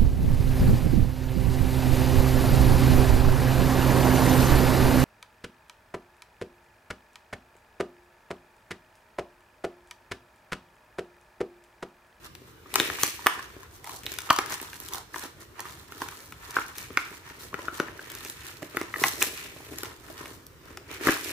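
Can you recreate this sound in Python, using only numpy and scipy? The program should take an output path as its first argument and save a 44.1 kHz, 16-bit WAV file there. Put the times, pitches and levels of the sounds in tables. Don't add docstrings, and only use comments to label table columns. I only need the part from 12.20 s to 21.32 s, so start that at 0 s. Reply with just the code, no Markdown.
import sys
import numpy as np
from scipy import signal
from scipy.fft import rfft, irfft
from scipy.io import wavfile
from scipy.ndimage import uniform_filter1d

SR = 44100
rng = np.random.default_rng(int(sys.argv[2]) if len(sys.argv) > 2 else 0)


def waveform_to_disk(signal):
    frames = np.transpose(np.atleast_2d(signal))
    scaled = np.clip(frames, -1, 1) * 32767
    samples = np.round(scaled).astype(np.int16)
    wavfile.write(sys.argv[1], SR, samples)


N = 402173

# (frequency [Hz], relative level before weighting [dB], decay time t60 [s])
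BOARD_MODES = [(738, 1.5, 0.021), (822, 1, 0.029), (1021, 3.5, 0.024), (1275, 8, 0.011), (1432, 9, 0.01),
               (1713, 7, 0.012), (1883, 1, 0.023), (2207, 2.5, 0.021), (2467, 6, 0.016),
               (2875, 11.5, 0.0094), (3470, 0, 0.019), (4094, -1.5, 0.012)]
# (frequency [Hz], relative level before weighting [dB], decay time t60 [s])
HOLLOW_MODES = [(157.5, -4, 0.022), (291, -12, 0.045), (332, -0.5, 0.041), (393.7, 7, 0.02),
                (571.5, -5, 0.037)]
# (frequency [Hz], left-right correlation [-1 to 1])
PORT_LIKENESS = [(60, 0.84), (180, 0.99), (550, 0.49), (1650, 0.071), (4970, 0.042), (15000, 0.05)]


def gain_of(db):
    return 10 ** (np.asarray(db) / 20)


def evened(x):
    return x / np.sqrt(np.mean(x ** 2) + 1e-20)


def read(points, hz):
    f, value = np.transpose(points)
    return np.interp(np.log(hz + 1), np.log(f + 1), value)


def correlated(first, second):
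    hz = np.linspace(0, SR / 2, len(first))
    same = np.clip(read(PORT_LIKENESS, hz), -1, 1)[:, None]
    return np.array([first, same * first + np.sqrt(1 - same ** 2) * second])


def air():
    # (frequency [Hz], relative spectral density [dB per Hz])
    air_colour = [(15, -28), (25, -1), (80, 10.5), (121, 6), (214, -3.5), (378, 2), (651, -10.5),
                  (1220, -6.5), (1830, -10), (2670, -14), (11600, -24), (15200, -18.5), (16500, -54)]
    level_db = -52
    frames, hz = N // 512 + 5, np.fft.rfftfreq(2048, 1 / SR)
    a, b, c, d, patches = rng.standard_normal((frames, len(hz), 5)).T
    patches = uniform_filter1d(patches, 8, axis=0)
    patches = evened(uniform_filter1d(patches, 8, axis=1))
    spectra = correlated(a + 1j * b, c + 1j * d)
    spectra *= gain_of(read(air_colour, hz)[:, None] + 2.2 * patches)
    noise = signal.istft(spectra, nperseg=2048, noverlap=1536)[1][:, :N]
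    return gain_of(level_db) * evened(noise)


def room(x):
    # (frequency [Hz], decay time t60 [s])
    room_decay = [(150, 0.14), (500, 0.33), (1400, 0.39), (3700, 0.48), (9700, 0.35), (16000, 0.061)]
    echo_s, echo_db = 0.0076, -16
    tail_db, build_up_s = -12, 0.015
    hz, t, noise = signal.stft(rng.standard_normal((2, SR * 3 // 4)), SR, nperseg=256)
    decay_db = -60 * t / read(room_decay, hz)[:, None]
    tail = signal.istft(correlated(*noise) * gain_of(decay_db), SR, nperseg=256)[1]
    tail = tail * np.clip(np.arange(tail.shape[1]) / SR / build_up_s, 0, 1)
    tail = gain_of(tail_db) * tail / np.linalg.norm(tail[0])
    tail[:, round(echo_s * SR)] += gain_of(echo_db)
    return signal.fftconvolve(x, tail, axes=1)[:, :N]


def ringing(modes, t, weight, turns, detune=1):
    hz, db, t60 = np.transpose(modes)[:, :, None]
    envelope = weight[:, None] * gain_of(db - 60 * t / t60)
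    return (envelope * np.sin(2 * np.pi * (hz * detune * t + turns[:, None]))).sum(0)


def near(hz, slope_db):
    return gain_of(-slope_db * abs(np.log2(np.transpose(BOARD_MODES)[0] / hz)))


def crack(noise, t, t60, tilt_db=0):
    # (frequency [Hz], relative spectral density [dB per Hz])
    tape_colour = [(1760, -92), (3000, -7), (5200, -9.5), (6120, -7.5), (6760, -10), (9660, -13.5),
                   (12100, -12), (15400, -12.5), (16500, -80)]
    hz = np.fft.rfftfreq(len(t), 1 / SR)
    octaves = np.log2(np.clip(hz, 4000, None) / 8000)
    colour_db = read(tape_colour, hz) + tilt_db * octaves
    return irfft(rfft(noise) * gain_of(colour_db), len(t)) * gain_of(-60 * t / t60)


def squeezes():
    # (peak time [s], swell [s], fade [s],
    # board crinkle level [dB], board pitch [Hz], tape rustle level [dB], hollow rubbing level [dB])
    squeeze_table = [(.06, 0.042, 0.023, -48, 1412, -50, -62), (.29, 0.056, 0.041, -57, 1468, -56, -58),
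                     (0.489, 0.053, 0.042, -59.5, 1380, -67, -61),
                     (.61, 0.065, 0.19, -31.5, 2000, -33.5, -35.5),
                     (0.851, 0.092, .13, -38, 2202, -34.5, -45), (1.06, 0.078, 0.27, -42, 1600, -46, -52.5),
                     (1.119, .04, 0.11, -40, 1400, -46.5, -51), (1.411, 0.05, 0.06, -58, 1540, -57.5, -60),
                     (1.55, 0.042, 0.069, -59, 1460, -51.5, -72),
                     (1.68, 0.047, 0.11, -43.5, 1054, -43.5, -58),
                     (1.761, 0.062, 0.033, -46, 1056, -41, -50),
                     (1.899, 0.06, 0.15, -43.5, 2280, -44.5, -48),
                     (2.11, 0.13, 0.11, -42, 1305, -44.5, -56),
                     (2.21, 0.055, 0.091, -40.5, 1430, -53.5, -45), (2.33, .06, .05, -38, 1543, -38.5, -46),
                     (2.429, 0.06, 0.16, -46, 1454, -44.5, -60), (2.631, 0.11, 0.11, -52, 1730, -47, -54),
                     (2.75, 0.051, 0.066, -39.5, 1153, -42, -48),
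                     (2.95, 0.025, .1, -47.5, 1610, -42.5, -50),
                     (3.056, 0.09, 0.032, -42.5, 1457, -43, -50), (3.22, .04, 0.033, -52, 1482, -50.5, -53),
                     (3.39, 0.038, .1, -44, 1401, -53.5, -72), (3.49, 0.092, 0.18, -50, 1404, -49, -55),
                     (3.832, 0.15, 0.18, -45, 1365, -46, -52.5), (3.97, 0.055, 0.17, -56, 1810, -50, -57),
                     (4.291, 0.11, 0.086, -46, 1500, -48, -57), (4.38, .06, 0.15, -38, 1460, -42, -49.5),
                     (4.58, 0.035, 0.23, -46, 1890, -43.5, -55), (4.798, 0.096, 0.093, -41, 1782, -49, -66),
                     (4.938, 0.095, .07, -48.5, 1606, -48, -54), (5.11, 0.086, 0.1, -46.5, 1585, -52, -52),
                     (5.225, 0.064, 0.093, -48.5, 1625, -45.5, -49),
                     (5.4, 0.078, 0.18, -45, 1390, -50.5, -48.5),
                     (5.559, 0.044, 0.097, -44.5, 1395, -44, -49),
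                     (5.615, 0.053, 0.22, -43.5, 1458, -52, -45), (5.91, .18, 0.31, -46, 1781, -47, -52.5),
                     (6.11, 0.15, 0.045, -58, 2170, -46, -59), (6.27, .12, 0.13, -46, 1786, -46.5, -57),
                     (6.435, 0.052, 0.049, -49.5, 1745, -49.5, -49),
                     (6.595, 0.095, 0.078, -44, 1618, -46, -44),
                     (6.68, 0.06, 0.073, -47.5, 1460, -59, -47.5),
                     (6.851, 0.085, 0.092, -36, 1404, -30.5, -35.5),
                     (7.034, 0.063, 0.11, -39, 1863, -33, -37.5),
                     (7.18, 0.092, 0.27, -45.5, 2140, -46, -51),
                     (7.57, 0.36, 0.068, -49.5, 1807, -48.5, -50),
                     (7.655, 0.076, 0.096, -44, 1485, -46, -44),
                     (7.91, 0.16, 0.091, -51.5, 1512, -51.5, -47.5),
                     (8.01, 0.052, 0.089, -44, 1476, -47.5, -50),
                     (8.085, 0.081, 0.12, -51, 1360, -48, -48.5),
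                     (8.5, 0.08, 0.15, -51, 1590, -57.5, -49.5),
                     (8.74, 0.059, 0.084, -43, 1972, -47.5, -50),
                     (8.881, 0.063, 0.099, -29, 1787, -30.5, -33), (9.11, .15, .1, -37, 2163, -34.5, -41.5)]
    drop_db, rounding = 13, 1.3
    tilt_base_db, tilt_per_db = -0.54, 0.35
    t = np.arange(0, N + 256, 128) / SR
    peak, swell, fade, board_db, hz, tape_db, hollow_db = np.transpose(squeeze_table)[:, :, None]
    distance = np.where(t < peak, (peak - t) / abs(swell), (t - peak) / abs(fade))
    shape_db = -drop_db * distance ** rounding
    board, tape, hollow = (gain_of(np.maximum(db + shape_db, -110)) ** 2
                           for db in (board_db, tape_db, hollow_db))
    hz = (board * hz).sum(0) / board.sum(0)
    board_db, tape_db, hollow_db = (10 * np.log10(power.sum(0)) for power in (board, tape, hollow))
    tilt_db = tilt_base_db + tilt_per_db * (tape_db - board_db)
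    curves = (board_db, hz, tape_db, tilt_db, hollow_db)
    return (np.interp(np.arange(N) / SR, t, curve) for curve in curves)


def clumps():
    depth_db, length_s = 2, 0.02
    steps = rng.standard_normal(N // 128 + 2)
    steps = signal.lfilter([1], [1, -np.exp(-128 / SR / length_s)], steps)
    steps = evened(steps)
    return gain_of(depth_db * np.interp(np.arange(N) / 128, np.arange(len(steps)), steps))


def scattered(shapes, kind, at, size):
    places = at[:, None] + np.arange(shapes.shape[1])
    return np.bincount(places.ravel(), (size[:, None] * shapes[kind]).ravel(), N)[:N]


def creases(shapes, per_s, spread_db, reach, aim, stray):
    count = round(per_s * N / SR)
    at, kind, place, side, size = rng.random((count, 5)).T
    size = gain_of(-spread_db * np.log(np.maximum(size, .002)))
    at = (at * (N - 40)).astype(int) + 20
    kind = (aim[at] + stray * (kind - .5)) * len(shapes)
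    kind = np.clip(kind, 0, len(shapes) - 1).astype(int)
    at_left = at + np.round(reach * (place - .4)).astype(int)
    left = scattered(shapes, kind, at_left, size * np.sqrt(side))
    right = scattered(shapes, kind, at, size * np.sqrt(1 - side))
    return evened(np.array([left, right]))


def crinkle():
    board_db, hz, tape_db, tilt_db, hollow_db = squeezes()
    t, draws = np.arange(1024) / SR, rng.random((40, 3, len(BOARD_MODES)))
    pitches = np.geomspace(900, 3200, 40)
    tilts = np.linspace(-10, 8, 40)
    along = np.linspace(0, 1, 40)
    board, hollow = [], []
    for f, (a, b, c) in zip(pitches, draws):
        plate = ringing(BOARD_MODES, t, near(f, 11.) * gain_of(8 * a), b, .93 + .14 * c[6])
        fold = ringing([(f, 12., 7.3 / f)], t, a[:1] + 1, b[:1])
        board.append(plate + fold)
        rub = ringing(HOLLOW_MODES, t, gain_of(21.4 * a[:5]), 0.18 * c[:5], 0.967 + 0.11 * c[6])
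        hollow.append(rub * (1 - np.exp(-t / 0.00097)))
    tape = [crack(noise, t[:len(noise)], .007, tilt)
            for noise, tilt in zip(rng.standard_normal((40, 320)), tilts)]
    board = board * (1 - np.exp(-(t / 0.0013) ** 2))
    board, hollow, tape = (np.array([evened(x) for x in shapes]) for shapes in (board, hollow, tape))
    clump = clumps()
    board_aim, tape_aim = np.interp(hz, pitches, along), np.interp(tilt_db, tilts, along)
    board = gain_of(board_db) * creases(board[:, :768], 800, 1.37, 24, board_aim, .3)
    tape = gain_of(tape_db) * creases(tape, 1500, 3., 24, tape_aim, .3)
    hollow = gain_of(hollow_db) * creases(hollow, 150, 2.8, 24, np.full(N, .5), 1)
    return clump * (board + tape) + hollow


def add(mix, s, sound, pan_db, lag):
    right_at = round(s * SR)
    left_at = max(right_at + lag, 0)
    for port, db, at in zip(mix, (pan_db / 2, -pan_db / 2), (left_at, right_at)):
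        part = port[at:][:len(sound)]
        part += gain_of(db) * sound[:len(part)]


def snaps():
    # (time [s], board ring level [dB], first flap [Hz],
    # second flap [Hz], second flap re first [dB], tape crack level [dB], hollow thump level [dB])
    snap_table = [(0.151, -48, 3790, 3240, 0, -44.5, -66), (0.217, -66, 1190, 1720, -9, -72, -49),
                  (0.459, -49, 1190, 1720, -7, -77, -55), (0.5398, -31.5, 2160, 980, -7, -28.5, -58),
                  (0.5562, -19, 1270, 2100, -9, -18.5, -34), (0.599, -18, 1630, 3640, 14.5, -24, -28),
                  (0.6995, -27.5, 1770, 1250, -3, -41, -59), (0.7861, -35, 1150, 2110, -3, -41, -66),
                  (0.8329, -24, 1115, 1680, -5, -15.5, -32.5), (0.991, -39.5, 960, 2120, -10, -54, -54),
                  (1.0613, -20.5, 1140, 1800, 2, -33, -28), (1.0676, -12, 1213, 1780, 0, -18, -49),
                  (1.1913, -33.5, 1090, 1640, 2, -53, -51), (1.365, -51, 1090, 1650, 6, -58, -43.5),
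                  (1.431, -45.5, 1680, 1040, 1, -50, -60), (1.6429, -42.5, 1970, 940, -10, -44, -54),
                  (1.6721, -38.5, 890, 1720, -7, -43, -67), (1.6933, -37.5, 1090, 1840, -3, -42, -56),
                  (1.8338, -49, 3200, 1730, -3, -45, -69), (1.8574, -54, 3750, 3200, -2, -41, -68),
                  (1.8641, -30.5, 3120, 3800, 14, -37, -66), (1.9179, -44, 1700, 3830, 0, -33, -48),
                  (1.9386, -45, 4000, 1510, -5, -37, -74), (1.9862, -34, 1440, 2300, -2, -30.5, -65),
                  (2.004, -47, 1320, 2060, -1, -39, -67), (2.0178, -50, 1540, 900, -2, -41, -67),
                  (2.0904, -33, 1260, 1670, -11, -54, -57), (2.1009, -20.5, 1270, 3100, 16, -46, -42),
                  (2.1038, -13, 1206, 2110, 0, -20, -29), (2.107, -13.5, 1060, 1500, -1, -36, -38),
                  (2.128, -43, 1540, 970, 1, -32, -53), (2.162, -33, 1010, 2300, -9, -29, -59),
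                  (2.1866, -20.5, 1665, 1200, -4, -23, -29), (2.26, -42.5, 1680, 2540, -8, -35.5, -62),
                  (2.3042, -38, 1080, 1750, -1, -40, -51), (2.325, -36, 1500, 1060, -7, -39, -50),
                  (2.3423, -50, 1500, 3760, -2, -37, -56), (2.399, -38, 1860, 2430, -13, -50, -68),
                  (2.4143, -60, 1710, 850, 1, -37, -44), (2.4265, -41, 960, 1770, -5, -53, -48),
                  (2.5304, -39, 1620, 3360, -9, -46, -58), (2.601, -51, 3800, 1060, 1, -37.5, -67),
                  (2.686, -51, 1540, 2310, 3, -38, -72), (2.7348, -43, 970, 1540, -8, -29.5, -59),
                  (2.7452, -37.5, 1030, 1660, -5, -37, -48), (2.9425, -32.5, 1720, 1170, -9, -53, -64),
                  (2.9596, -33.5, 990, 1600, -2, -47, -47), (3.036, -43, 810, 1960, -12, -41, -43),
                  (3.3935, -36.5, 960, 1840, 6, -41, -52), (3.4037, -47, 1660, 2350, -1, -34.5, -50),
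                  (3.4534, -39.5, 1190, 1860, 0, -71, -49.5), (3.721, -40, 1370, 2280, -12, -46, -49),
                  (3.8176, -28.5, 1007, 1600, 0, -38, -37), (3.8857, -39.5, 1500, 2380, -13, -39, -69),
                  (4.1222, -39.5, 1320, 2780, -4, -46, -51), (4.3075, -48, 1510, 980, 0, -40.5, -71),
                  (4.3663, -17, 1500, 1030, -15, -47, -34.5), (4.3856, -25, 1350, 2140, -16, -60, -40),
                  (4.582, -45, 3280, 2080, -11, -34, -64), (4.7036, -45.5, 1230, 1860, -4, -59, -39.5),
                  (4.7722, -15, 1442, 2270, 2.5, -27, -34.5), (5.3289, -39, 1100, 2210, -18, -70, -45),
                  (5.3411, -28.5, 1400, 1920, -7, -45, -35.5), (5.39, -38, 1000, 1970, -15, -60, -40.5),
                  (5.482, -25, 1385, 2700, -34, -68, -39), (5.5992, -21.5, 1460, 990, -31, -35.5, -24),
                  (5.6828, -38.5, 1780, 1190, -12, -59, -49), (5.7924, -36, 1560, 2090, -8, -66, -48),
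                  (5.9, -48, 2210, 1450, 2, -40, -69), (5.917, -50, 1730, 2510, -9, -41, -66),
                  (5.95, -48, 1700, 2260, 2, -37.5, -63), (6.0486, -43, 2520, 1010, -13, -37.5, -53),
                  (6.0608, -41, 2620, 3650, -9, -52, -60), (6.098, -51, 2670, 3960, -4, -33, -63),
                  (6.421, -44, 1210, 2330, -8, -53, -41), (6.4277, -39.5, 1810, 2310, -12, -46, -35.5),
                  (6.547, -51, 1200, 1910, -5, -60, -38.5), (6.5692, -23, 1400, 1920, 1, -34, -32),
                  (6.613, -31, 1220, 2070, 2, -39, -31), (6.7397, -26.5, 1930, 1260, -6.5, -56, -64),
                  (6.7588, -30, 1830, 1233, -12, -64, -63), (6.837, -14.5, 1980, 1103, -6.5, -25, -48),
                  (7.0156, -30, 2360, 1650, -3, -38, -38), (7.02, -21, 2546, 1780, -10, -35, -56),
                  (7.025, -29.5, 1940, 2400, -2, -17, -35.5), (7.362, -50, 1100, 1550, -1, -55, -48),
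                  (7.403, -48, 845, 1550, -6, -61, -48), (7.536, -55, 1100, 1550, -5, -56, -44),
                  (7.5846, -44, 2290, 1550, -11, -33, -69), (7.6324, -35, 1420, 1840, -14, -33, -37.5),
                  (7.6549, -39, 1430, 2830, -9, -46, -49), (8.0562, -40, 2180, 2940, -13, -48, -52),
                  (8.2659, -72, 1100, 3530, -5, -44, -59), (8.572, -39, 1980, 1260, -5, -41, -63),
                  (8.849, -48, 3500, 1030, -2, -49, -42), (8.87, -18, 1280, 1960, 5, -29.5, -20.5),
                  (8.882, -21.5, 1760, 1140, 0, -45, -27), (8.8877, -18, 1660, 3620, -18, -60, -20),
                  (8.8924, -26, 1870, 1260, -1, -43, -31), (8.966, -33.5, 1600, 1150, 0.5, -45, -56)]
    pan_mean_db, pan_range_db = 1.5, 9
    tilt_base_db, tilt_per_db = 1.5, 0.17
    t, out = np.arange(1536) / SR, np.zeros((2, N))
    chance = rng.random((len(snap_table), 40))
    noises = rng.standard_normal((len(snap_table), len(t)))
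    for snap, c, noise in zip(snap_table, chance, noises):
        s, ring_db, hz, second_hz, second_db, crack_db, thump_db = snap
        bend = 1 + 0.082 * (c[35] - .5)
        flaps = [(f, 9 + db, 19. / f) for f, db in ((hz, 0), (second_hz, second_db))]
        ring = ringing(flaps, t, np.ones(2), 0.18 * c[36:38])
        reach_db = np.clip(.45 * (crack_db - ring_db) + 2, -16, 0)
        weight = near(np.sqrt(hz * second_hz), 5.7) * gain_of(reach_db + 3.4 * (c[:12] - 1.5))
        ring += ringing(BOARD_MODES, t, weight, 0.56 * c[12:24], bend)
        thump = ringing(HOLLOW_MODES, t, gain_of(12.0 * (c[24:29] - .5)), 0.43 * c[29:34], bend)
        tilt_db = np.clip(tilt_base_db + tilt_per_db * (crack_db - ring_db), -12, 10)
        tear = crack(noise, t, .0065, tilt_db)
        sound = 0
        for db, x, rise, head in ((ring_db, ring, .0016, 265), (crack_db, tear, .0012, 265),
                                  (thump_db, thump, .0015, 440)):
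            x = x * (1 - np.exp(-(t / rise) ** 2))
            sound = sound + gain_of(db) * x / np.std(x[:head])
        pan_db = pan_mean_db + pan_range_db * (c[38] - .5)
        add(out, s, sound, pan_db, lag=int(6 * c[34]) - 1)
    return out


def scene():
    parcel = snaps() + crinkle()
    return parcel + room(parcel) + air()


def record(dry):
    bass_cut = signal.butter(3, 44, "highpass", fs=SR, output="sos")
    ports = signal.sosfilt(bass_cut, dry) * gain_of([[-.3], [.3]])
    ports = ports / (1 + abs(ports / .86) ** 4) ** .25
    band_limit = signal.firwin(511, 15600, window=("kaiser", 9), fs=SR)
    return signal.oaconvolve(ports, band_limit[None], "same")


dry = scene()
out = record(dry)
waveform_to_disk(out)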